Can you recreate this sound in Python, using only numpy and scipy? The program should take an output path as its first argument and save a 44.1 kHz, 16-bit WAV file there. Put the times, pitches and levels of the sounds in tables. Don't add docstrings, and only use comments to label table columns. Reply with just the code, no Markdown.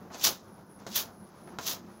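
import sys
import numpy as np
from scipy import signal
from scipy.io import wavfile
from scipy.ndimage import uniform_filter1d

SR = 44100
rng = np.random.default_rng(int(sys.argv[2]) if len(sys.argv) > 2 else 0)


def level_to_linear(level):
    exponent = np.asarray(level, float) / 20
    return 10 ** exponent


def transcribe(signal):
    frames = np.atleast_2d(signal).T
    limited = np.clip(frames, -1, 1)
    pcm = np.round(limited * 32767).astype(np.int16)
    wavfile.write(sys.argv[1], SR, pcm)


N = 88200

# f/Hz, level/dB
SWISH_TONE = [(1200, -13.5), (2000, -15), (3500, -5.5), (6000, -4), (8000, -1.5), (11000, -18.5),
              (16000, -30.5)]
# f/Hz, level/dB
SPRAY_TONE = [(5000, -17), (8000, -14), (11000, -3), (14000, 1), (15700, 1.5), (17000, -5)]
# f/Hz, level/dB
CLOTH_TONE = [(60, -7), (150, -3), (500, -0.5), (1000, -1), (2200, -14), (4000, -24.5)]


def evened(x):
    return x / np.sqrt(np.mean(x ** 2) + 1e-20)


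def read(points, hz):
    f, value = np.transpose(points)
    return np.interp(np.log(hz + 1), np.log(f + 1), value)


def colour(x, points, size=4096):
    hz = abs(np.fft.fftfreq(size, 1 / SR))
    log_gain = np.log(level_to_linear(read(points, hz)))
    phase = -signal.hilbert(log_gain).imag
    taps = np.fft.ifft(np.exp(log_gain + 1j * phase)).real[:size // 2]
    return signal.oaconvolve(x, taps)[:len(x)]


def closed(points):
    return [(points[0][0] / 4, points[0][1] - 30)] + list(points)


def resonate(x, hz, width_hz):
    carrier = np.exp(2j * np.pi * np.cumsum(hz * np.ones(len(x))) / SR)
    r = np.exp(-np.pi * width_hz / SR)
    return 2 * (carrier * signal.lfilter([1 - r], [1, -r], x / carrier)).real


def resonate_twice(x, hz, width_hz):
    return resonate(resonate(x, hz, width_hz), hz, width_hz)


def add(mix, start_s, sound):
    at = round(start_s * SR)
    sound = sound[max(-at, 0):]
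    part = mix[max(at, 0):][:len(sound)]
    part += sound[:len(part)]


def air():
    # f/Hz, level/dB
    air_tone = [(1500, 3), (3000, -18), (5000, 9), (6500, 5), (10000, -2), (13000, 12), (16000, 8)]
    return level_to_linear(-67) * evened(colour(rng.standard_normal(N), closed(air_tone)))


def fan():
    # f/Hz, level/dB
    wash_tone = [(25, -17.5), (60, -11.5), (150, -9.5), (400, -11.5), (900, -13), (1500, -18.5),
                 (1800, -26), (2600, -35)]
    # f/Hz, width/Hz, level/dB
    fan_bands = [
        (92.6, 13, -70.5),
        (195.7, 60, -57.5),
        (345.6, 60, -64.5),
    ]
    # t/s, width/s, rise/dB
    surge_table = [(.01, 0.078, 8), (.9, 0.036, 6.5), (1.22, 0.032, 5.5), (1.5, 0.077, 8.5),
                   (1.84, 0.038, 10)]
    wash_db, waver_db = -54.5, 2.4
    t, lead = np.arange(N) / SR, SR // 10
    slow = uniform_filter1d(rng.standard_normal(N), size=2500)
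    slow = evened(uniform_filter1d(slow, size=2500))
    wash = colour(rng.standard_normal(N + lead), closed(wash_tone))[lead:]
    out = level_to_linear(wash_db + waver_db * slow) * evened(wash)
    swell = level_to_linear(sum(db * np.exp(-((t - s) / width_s) ** 2) for s, width_s, db in surge_table))
    for hz, width_hz, db in fan_bands:
        band = resonate_twice(rng.standard_normal(N + lead), hz, width_hz)[lead:]
        out += level_to_linear(db) * swell * evened(band)
    return out


def insect():
    # t/s, length/s, level/dB
    rasp_table = [(-.2, 0.24, -64.5), (0.385, 0.26, -63.5), (0.644, 0.17, -57), (.86, 0.23, -56),
                  (1.073, 0.24, -58), (1.328, .21, -58), (1.855, 0.21, -60)]
    pulses_per_s, pulse_decay, steady = 103, .3, .28
    from_hz, to_hz, width_hz, fixed_band_db = 9850, 10250, 320, -6
    out = np.zeros(N)
    for start_s, length_s, db in rasp_table:
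        t = np.arange(0, length_s, 1 / SR)
        u = t / length_s
        pulses = steady + np.exp(-(t * pulses_per_s % 1) / pulse_decay)
        scrape = pulses * rng.standard_normal(len(t))
        rising_hz = from_hz + (to_hz - from_hz) * np.sin(np.pi / 2 * np.minimum(u / .65, 1))
        wing = resonate_twice(scrape, rising_hz, width_hz)
        wing = wing + level_to_linear(fixed_band_db) * resonate_twice(scrape, from_hz, width_hz)
        swell = np.sin(np.pi * u ** 1.46) ** 0.72
        add(out, start_s, level_to_linear(db) * swell * evened(wing))
    return out


def room(x):
    # f/Hz, t60/s
    t60_table = [(300, 0.1), (2000, 0.15), (6000, 0.098), (14000, 0.1)]
    noise = np.r_[np.zeros(200), rng.standard_normal(SR // 2)]
    hz, t, z = signal.stft(noise, SR, nperseg=256)
    decay = level_to_linear(-60 * t / read(t60_table, hz)[:, None])
    tail = signal.istft(z * decay, SR, nperseg=256)[1]
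    return signal.fftconvolve(x, tail / np.linalg.norm(tail))[:N]


def knocks():
    # t/s, level/dB, tick/dB, thump peak/dB
    knock_table = [(.103, -50, -18, -48), (.1452, -42, -2, -42), (.8662, -38, -4, -32),
                   (1.474, -45, -20, -44), (1.5866, -32, -5, -22)]
    # f/Hz, level/dB, t60/s
    mode_table = [(200, -3, .08), (330, 0, .09), (560, -2, .07), (900, -2, .06), (1300, -2, .06)]
    puff_db, puff_t60_s, tick_t60_s, thump_s = 0, .1, .035, .00026
    out, t = np.zeros(N), np.arange(6000) / SR
    for start_s, db, tick_db, thump_db in knock_table:
        ring = np.zeros(len(t))
        for hz, mode_db, t60_s in mode_table:
            mode_hz = hz * rng.uniform(.9, 1.1)
            ring += level_to_linear(mode_db - 60 * t / t60_s) * np.sin(2 * np.pi * mode_hz * t)
        puff = evened(colour(rng.standard_normal(6000), closed(CLOTH_TONE)))
        puff = puff * level_to_linear(puff_db - 60 * t / puff_t60_s)
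        tick = evened(colour(rng.standard_normal(6000), closed(SWISH_TONE)))
        tick = tick * level_to_linear(tick_db - 60 * t / tick_t60_s)
        u = t / thump_s
        thump = 4 * u * (1 - u / 2) * np.exp(-u)
        add(out, start_s, level_to_linear(db) * (ring / abs(ring).max() + puff + tick) + level_to_linear(thump_db) * thump)
    return out


def snaps():
    # t/s, slap peak/dB, spray peak/dB
    snap_table = [(.1455, -40, -44), (.2408, -10, -16), (.2458, -20, -10), (.2472, -14, -11),
                  (.2519, -5, -10), (.274, -16, -22), (.306, -28, -20), (.9612, -17, -9), (.9658, -22, -17),
                  (.9685, -28, -17), (.8666, -33, -48), (1.5868, -29, -40), (.992, -22, -32),
                  (1.6155, -42, -34), (1.668, -26, -24), (1.6835, -21, -25), (1.685, -23, -28),
                  (1.698, -30, -21), (1.712, -28, -24)]
    decay_s = .0004
    out, t = np.zeros(N), np.arange(200) / SR
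    for start_s, slap_db, spray_db in snap_table:
        burst = rng.standard_normal(200) * np.exp(-t / decay_s)
        for tone, db in (SWISH_TONE, slap_db), (SPRAY_TONE, spray_db):
            crack = colour(burst, closed(tone))
            add(out, start_s, level_to_linear(db) * crack / abs(crack).max())
    return out


def strands():
    slips_per_s, spread_db, hiss_share, gust_db = 4500, 3.5, .47, 2.0
    size = level_to_linear(spread_db * np.minimum(rng.exponential(1, N), 4))
    size = size * (rng.random(N) < slips_per_s / SR)
    gust = evened(uniform_filter1d(rng.standard_normal(N), size=150))
    slips = evened(size * rng.choice([-1, 1], N))
    drive = (1 - hiss_share) * slips + hiss_share * rng.standard_normal(N)
    return drive * level_to_linear(gust_db * gust)


def swings():
    # t/s, effort/dB, spray over effort/dB
    stroke_tables = [
        [(.115, -62.5, -16), (.146, -42.5, -14), (.17, -52.5, -2), (.225, -35.5, -7), (.237, -30, 4),
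         (.2415, -19.5, 2), (.274, -22, -1), (.302, -37, 5), (.42, -65, -11)],
        [(.8655, -44, -18), (.898, -53.5, 1), (.94, -38, -8), (.953, -32.5, 0), (.961, -26.5, 7.5),
         (.972, -28, 2.5), (1.015, -34.5, 2.5), (1.06, -56.5, 2), (1.13, -72.5, -1)],
        [(1.586, -48, -12), (1.62, -47, -4), (1.66, -36, -4), (1.67, -30, 2.5), (1.685, -29.5, 3.5),
         (1.694, -35, 5), (1.714, -31, -2), (1.74, -40.5, 2.5), (1.83, -72, -5.5)],
    ]
    # t/s, length/s, level/dB, cloth over hair/dB
    rustle_table = [(-.05, 0.36, -80, 22), (0.101, 0.17, -77.5, 24.5), (0.788, 0.12, -62, 6.5),
                    (1.257, 0.6, -69.5, 8.5), (1.485, .11, -75.5, 19), (1.824, 0.42, -71, 13)]
    release_db_per_s = 143
    cloth_db, cloth_share, cloth_settle_s = -18.5, 0.83, 0.023
    t, swish, spray, cloth = np.arange(N) / SR, np.zeros(N), np.zeros(N), np.zeros(N)
    for stroke in stroke_tables:
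        s, db, wet_db = np.transpose(stroke)
        effort_db = np.interp(t, s, db, -200) - release_db_per_s * np.maximum(t - s[-1], 0)
        swish += level_to_linear(effort_db)
        spray += level_to_linear(effort_db + np.interp(t, s, wet_db))
        cloth += level_to_linear(cloth_db + cloth_share * effort_db)
    lag = np.exp(-1 / (cloth_settle_s * SR))
    cloth = signal.lfilter([1 - lag], [1, -lag], cloth)
    for start_s, length_s, db, dull_db in rustle_table:
        u = np.clip((t - start_s) / length_s, 0, 1)
        shape = np.sin(np.pi * u ** 0.38)
        swish += level_to_linear(db) * shape
        cloth += level_to_linear(db + dull_db) * shape
    layers = (swish, SWISH_TONE), (spray, SPRAY_TONE), (cloth, CLOTH_TONE)
    return sum(gain * evened(colour(strands(), closed(tone))) for gain, tone in layers)


def scene():
    near = swings() + snaps() + knocks()
    room_db = -11
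    return (near + level_to_linear(room_db) * room(near) + fan() + air() + insect())[None]


def top_cut(x):
    return signal.sosfilt(signal.butter(12, 16630, fs=SR, output="sos"), x)


def record(dry):
    # f/Hz, level/dB
    mic_tone = [(30, -9.5), (90, 1), (6500, -0.5), (7400, -9), (8400, -19.5), (9200, -10.5), (10500, -4.5),
                (12000, -6.5)]
    edge_hz = 15850
    low_pass = signal.firwin(511, edge_hz, window=("kaiser", 8), fs=SR)
    mix = signal.oaconvolve(colour(dry[0], mic_tone), low_pass, "same")[None]
    return top_cut(mix)


dry = scene()
out = record(dry)
transcribe(out)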